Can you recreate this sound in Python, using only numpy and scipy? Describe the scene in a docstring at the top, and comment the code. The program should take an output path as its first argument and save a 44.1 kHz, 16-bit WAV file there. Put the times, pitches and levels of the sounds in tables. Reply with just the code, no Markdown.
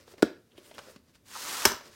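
"""First, soft rubs and finger taps, close to the microphone: a hand turns a boxed video cassette on a
padded table. The box tips flat with a hollow thud and is gripped and lifted. The cassette slides out
of its cardboard sleeve, hissing, its ribs zipping ever faster, and lands with a plastic clack and a
rattle while the table top booms softly. One microphone, in a small quiet room that answers briefly."""
import sys
import numpy as np
from scipy import signal
from scipy.fft import rfft, irfft, next_fast_len
from scipy.io import wavfile
from scipy.ndimage import map_coordinates

SR = 44100
rng = np.random.default_rng(int(sys.argv[2]) if len(sys.argv) > 2 else 0)


def wav_out(sig):
    """Save sig, one row per channel (or a flat mono array), as 16-bit PCM at SR to the path in sys.argv[1]."""
    wavfile.write(sys.argv[1], SR, np.round(np.clip(np.atleast_2d(sig).T, -1, 1) * 32767).astype(np.int16))


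N = 85995


def amp(db):
    """Decibels to gain."""
    return 10 ** (np.asarray(db) / 20)


def unit_rms(x):
    """Scale to rms 1."""
    return x / np.sqrt(np.mean(x ** 2) + 1e-20)


def at_hz(points, hz):
    """Read (freq_hz, value) points along a log frequency axis."""
    freqs, values = np.transpose(points)
    return np.interp(np.log(hz + 1), np.log(freqs + 1), values)


def since(start_s):
    """Seconds since a moment, zero before it."""
    return np.maximum(np.arange(N) / SR - start_s, 0)


def curves(rows):
    """One value per sample for each column after the time."""
    times, *columns = np.transpose(rows)
    return [np.interp(since(0), times, column) for column in columns]


def swells(rows):
    """Bell-shaped strokes from (peak_s, half_width_s, level_db) rows."""
    return sum(amp(db) * np.exp(-((since(0) - s) / width) ** 2) for s, width, db in rows)


def wobble(rate_hz):
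    """A smooth random curve, rate_hz knots a second."""
    return map_coordinates(rng.standard_normal(N // 8), [since(0) * rate_hz], mode="wrap")


def filtered(x, response):
    """Shape x by a gain that depends on frequency."""
    size = next_fast_len(N + SR // 2)
    return irfft(rfft(x, size) * response(np.fft.rfftfreq(size, 1 / SR)), size)[:N]


def noise(spectrum, grain_db=0):
    """Coloured noise of rms 1, clumped into grains by grain_db."""
    grains = rng.standard_normal(N) * amp(grain_db * wobble(900))
    return unit_rms(filtered(grains, lambda hz: amp(at_hz(spectrum, hz))))


def ring(start_s, modes, attack_s, low_hz):
    """Damped modes of a struck body that hardly radiates below low_hz."""
    t = since(start_s)
    tones = sum(amp(db - 60 * t / t60) * np.sin(2 * np.pi * hz * t) for hz, db, t60 in modes)
    onset = 1 - np.exp(-t / attack_s)
    return signal.sosfilt(signal.butter(4, low_hz, "high", fs=SR, output="sos"), onset * tones)


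def burst(start_s, spectrum, t60_s):
    """A dying puff of contact noise."""
    t = since(start_s)
    return (t > 0) * amp(-60 * t / t60_s) * noise(spectrum)


# The still air of the room: freq_hz, level_db
ROOM_TONE_SPECTRUM = [(15, -39), (25, -14.5), (87, 6.5), (157, -2.5), (242, 3), (427, -9.5), (775, -18),
                      (1100, -22), (5570, -24), (14800, -27.5), (16000, -33)]


def room_tone():
    """A faint, steady rumble and hiss all around the microphone."""
    return amp(-66) * noise(ROOM_TONE_SPECTRUM)


# Decay between the near walls: freq_hz, t60_s
ROOM_DECAY = [(150, 0.32), (500, 0.36), (2000, .34), (5500, 0.31), (9000, 0.21), (15000, 0.3)]
# Colour of the reflections: freq_hz, level_db
ROOM_SPECTRUM = [(60, -0.5), (250, 3.5), (700, 3), (2000, 2.5), (6000, 0.5), (15000, -0.5)]


def in_room(direct, wet_db):
    """The close sound plus a room tail in which each frequency dies at its own speed."""
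    hz, t, bands = signal.stft(rng.standard_normal(SR // 2), SR, nperseg=256)
    decay = amp(at_hz(ROOM_SPECTRUM, hz)[:, None] - 60 * t / at_hz(ROOM_DECAY, hz)[:, None])
    tail = signal.istft(bands * decay, SR, nperseg=256)[1]
    tail *= 1 - np.exp(-np.arange(len(tail)) / SR / 0.005)  # the reflections build up
    return direct + amp(wet_db) * signal.fftconvolve(direct, tail / np.linalg.norm(tail))[:N]


# Rubbing down on the mat: time_s, hiss_db, body_db
RUB_LEVELS = [(0.005, -59.5, -60), (0.055, -69, -69.5), (0.085, -61, -68), (0.125, -58, -56.5),
              (0.165, -72.5, -75), (0.195, -60, -53.5), (0.225, -69.5, -64), (0.45, -80.5, -83),
              (0.55, -73.5, -65), (0.583, -62, -69.5), (0.615, -65, -66), (0.665, -61, -63),
              (0.735, -64.5, -60), (0.76, -57, -55), (0.83, -58.5, -63.5), (0.89, -56.5, -51.5),
              (0.96, -65, -69.5), (1.03, -85.5, -79), (1.09, -69, -73), (1.13, -76.5, -81),
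              (1.155, -59, -72), (1.2, -89, -77), (1.76, -58, -57), (1.82, -61.5, -65), (1.865, -53, -55.5),
              (1.9, -61, -60), (1.95, -56, -87)]
# Its bright hiss and its dull body: freq_hz, level_db
RUB_HISS_SPECTRUM = [(600, -21), (1000, -4), (2000, -5.5), (3200, -8), (5000, -5.5), (8000, -12.5),
                     (12000, -18.5), (16000, -20)]
RUB_BODY_SPECTRUM = [(100, -15.5), (200, -6.5), (350, -2.5), (560, -0.5), (750, -14.5), (1100, -12),
                     (1800, -15.5), (3000, -38)]


def rubbing():
    """Fingers and box rub on the mat with a grainy friction noise."""
    hiss_db, body_db = curves(RUB_LEVELS)
    hiss = amp(hiss_db) * noise(RUB_HISS_SPECTRUM, grain_db=2)
    body = amp(body_db) * noise(RUB_BODY_SPECTRUM, grain_db=2)
    return amp(-0.5) * (hiss + body)


# Fingertip skids on the sleeve: peak_s, level_db
SKID_STROKES = [(0.523, -67.5), (0.579, -55), (0.658, -63), (0.709, -60.5), (0.752, -59), (1.154, -66)]
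# Skin brushing the sleeve: peak_s, half_width_s, level_db
BRUSH_STROKES = [(0.115, 0.027, -64.5), (0.583, .012, -63.5), (0.672, 0.044, -61), (0.749, .008, -61),
                 (0.91, 0.02, -61)]
# The narrow scratch of a skid and the airy hiss of a brush: freq_hz, level_db
SKID_SPECTRUM = [(1500, -18), (2500, -6), (3100, -0.5), (3700, -6.5), (5000, -24.5), (10000, -39.5)]
BRUSH_SPECTRUM = [(2000, -27), (5500, -8.5), (9000, 2), (12000, -5), (16000, -3.5)]


def finger_strokes():
    """Skin skids roughly and brushes smoothly over the glossy card."""
    skid_envelope = swells([(s, 0.012, db) for s, db in SKID_STROKES])
    skids = skid_envelope * noise(SKID_SPECTRUM, grain_db=5.5)
    brushes = swells(BRUSH_STROKES) * noise(BRUSH_SPECTRUM)
    return skids + brushes


# Fingers landing on the box: start_s, level_db, pitch_hz, tick_over_tap_db
FINGER_TAPS = [(0.078, -42.5, 473, -10.5), (0.138, -38.5, 410, -17), (0.181, -44, 312, -4.5),
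               (0.581, -36, 359, -19), (0.712, -38, 610, -11.5), (0.781, -41, 578, 1.5),
               (0.789, -38, 542, 1.5), (0.961, -38.5, 240, -9), (1.809, -44, 555, -3.5)]
# The tick of skin meeting card: freq_hz, level_db
TICK_SPECTRUM = [(300, -11.5), (700, 3), (1500, 0), (4500, -5.5), (7500, -15.5), (16000, -30)]


def finger_taps():
    """Each tap ticks and briefly rings two modes of the cardboard."""
    taps = np.zeros(N)
    for s, db, hz, tick_db in FINGER_TAPS:
        card_modes = [(hz, 0, 0.032), (1.54 * hz, -8.5, 0.032)]  # pitch_hz, level_db, t60_s
        knock = ring(s, card_modes, attack_s=0.0012, low_hz=130)
        tick = amp(tick_db) * burst(s, TICK_SPECTRUM, t60_s=0.036)
        taps += amp(db) * (knock + tick)
    return taps


# The table top under the mat: pitch_hz, level_db, t60_s
TABLE_MODES = [(64.7, -5, 0.062), (100, -1, .06), (165, -6, .06)]
# Blows that reach it through the padding: start_s, level_db
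TABLE_HITS = [(0.232, -35), (1.664, -24.5), (1.736, -42)]


def table_boom():
    """The table top booms softly under the box and the cassette."""
    return sum(amp(db) * ring(s, TABLE_MODES, attack_s=0.0034, low_hz=48) for s, db in TABLE_HITS)


# The sleeve's edge catching: peak_s, half_width_s, level_db
EDGE_CATCHES = [(1.365, 0.015, -41.5), (1.468, 0.022, -44.5), (1.555, 0.032, -46.5), (1.632, 0.029, -39)]
# The cassette's scrape along the sleeve: time_s, level_db
SLIDE_LEVELS = [(1.23, -89), (1.264, -60.5), (1.328, -47), (1.528, -36.5), (1.598, -39), (1.64, -36.5)]
# The rasp of a catch and the hiss of the scrape: freq_hz, level_db
CATCH_SPECTRUM = [(200, -22), (650, -13), (930, -2), (1150, -3), (1400, -3.5), (2200, -19), (6000, -15),
                  (16000, -47)]
SLIDE_SPECTRUM = [(80, -27.5), (180, -12.5), (450, -7.5), (650, -11.5), (950, -2.5), (1400, -2),
                  (2300, -4.5), (3300, -4), (6000, -4), (8000, -6), (11000, -10.5), (16000, -14)]


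def cassette_slide():
    """Plastic hisses and catches on cardboard; the shell's fine ribs zip past the edge ever faster."""
    stop_s, fade_db_per_s, growth_per_s = 1.655, 404.5, 3.85
    moving_s = np.minimum(since(0), stop_s)
    rib_hz = 276 * np.exp(growth_per_s * (moving_s - 1.44))
    jitter = 1 + 0.02 * wobble(300)
    phase = 2 * np.pi * np.cumsum(rib_hz * jitter) / SR
    harmonics_db = [-6.5, -4, -6]
    ribs = sum(amp(db + 2.2 * wobble(40)) * np.sin(k * phase) for k, db in enumerate(harmonics_db, 1))
    ribs = ribs * rib_hz / rib_hz.max()  # faster is stronger
    zipping = filtered(ribs, lambda hz: amp(at_hz(SLIDE_SPECTRUM, hz)))
    hiss = amp(1.5 + 0.91 * wobble(70)) * noise(SLIDE_SPECTRUM, grain_db=1.5)
    catches = swells(EDGE_CATCHES) * noise(CATCH_SPECTRUM, grain_db=3)
    level_db, = curves(SLIDE_LEVELS)
    envelope = amp(level_db - fade_db_per_s * since(stop_s))
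    return envelope * (hiss + zipping) + catches


# The box meets the mat, edge first, then flat: start_s, knock_db, slap_db
BOX_CONTACTS = [(0.2238, -27.5, -20), (0.2278, -5, -27.5)]
# The box with the cassette inside: pitch_hz, level_db, t60_s
BOX_MODES = [(223.5, -15.5, 0.086), (320, -2, .04), (385, 2, 0.022), (467, -4, 0.012), (591, -20, 0.068),
             (1148, -25.5, .04), (1369, -13, 0.023), (1430, -16.5, .04), (1692, -28, .04)]
# Card slapping the mat: freq_hz, level_db
SLAP_SPECTRUM = [(60, -36), (200, -2), (550, 3.5), (850, -7.5), (1450, 3.5), (2100, -4.5), (3000, -4),
                 (5000, -8), (8500, -13.5), (11000, -22), (16000, -20.5)]


def box_fall():
    """The full box tips over near the microphone with a slap and a hollow knock."""
    knock = -sum(amp(db) * ring(s, BOX_MODES, attack_s=0.00076, low_hz=198) for s, db, _ in BOX_CONTACTS)
    slap = sum(amp(db) * burst(s, SLAP_SPECTRUM, t60_s=0.031) for s, _, db in BOX_CONTACTS)
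    return in_room(knock, wet_db=-22) + in_room(slap, wet_db=-12)


# The cassette lands and rattles: start_s, ring_db, crack_db
SHELL_CONTACTS = [(1.652, -47, -21.5), (1.6532, -16, -9), (1.6535, -28.5, -11.5), (1.6559, -9, -15),
                  (1.6604, -21.5, -22), (1.671, -31.5, -29.5), (1.718, -25.5, -35.5)]
# Its plastic shell: pitch_hz, level_db, t60_s
SHELL_MODES = [(247, -17.5, 0.07), (389, -6.5, 0.037), (621, -11.5, 0.062), (944, -7, 0.041),
               (1013, -6, 0.025), (1230, -9.5, 0.03), (1496, -15, 0.025), (1666, -10.5, 0.029),
               (2130, -14.5, 0.032), (3318, -16.5, 0.051), (4415, -16, 0.028), (5214, -8, 0.042),
               (5700, -13, 0.043), (6150, -7, 0.02)]
# The crack of hard plastic at close range: freq_hz, level_db
CRACK_SPECTRUM = [(40, -38), (250, -6), (600, -2), (780, -7), (1050, 1.5), (1700, 1.5), (2600, -6.5),
                  (4000, -0.5), (6000, 0), (8500, -2), (10500, -8.5), (12500, -5), (16000, -10.5)]


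def cassette_landing():
    """The shell hits the table and its loose reels rattle; each contact excites the room anew."""
    clatter = np.zeros(N)
    for s, ring_db, crack_db in SHELL_CONTACTS:
        shell = amp(ring_db) * ring(s, SHELL_MODES, attack_s=0.000214, low_hz=181)
        crack = amp(crack_db) * burst(s, CRACK_SPECTRUM, t60_s=0.02)
        clatter += in_room(shell, wet_db=-15.5) + in_room(crack, wet_db=-8)
    return clatter


def scene():
    """Everything as heard from beside the table, in mono, over the room tone."""
    handling = in_room(rubbing() + finger_strokes() + finger_taps() + cassette_slide(), wet_db=-13)
    return (room_tone() + handling + table_boom() + box_fall() + cassette_landing())[None]


def record(dry):
    """The camera's microphone channel passes nothing above 16 kHz."""
    return filtered(dry[0], lambda hz: hz < 16000)[None]


dry = scene()
out = record(dry)
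wav_out(out)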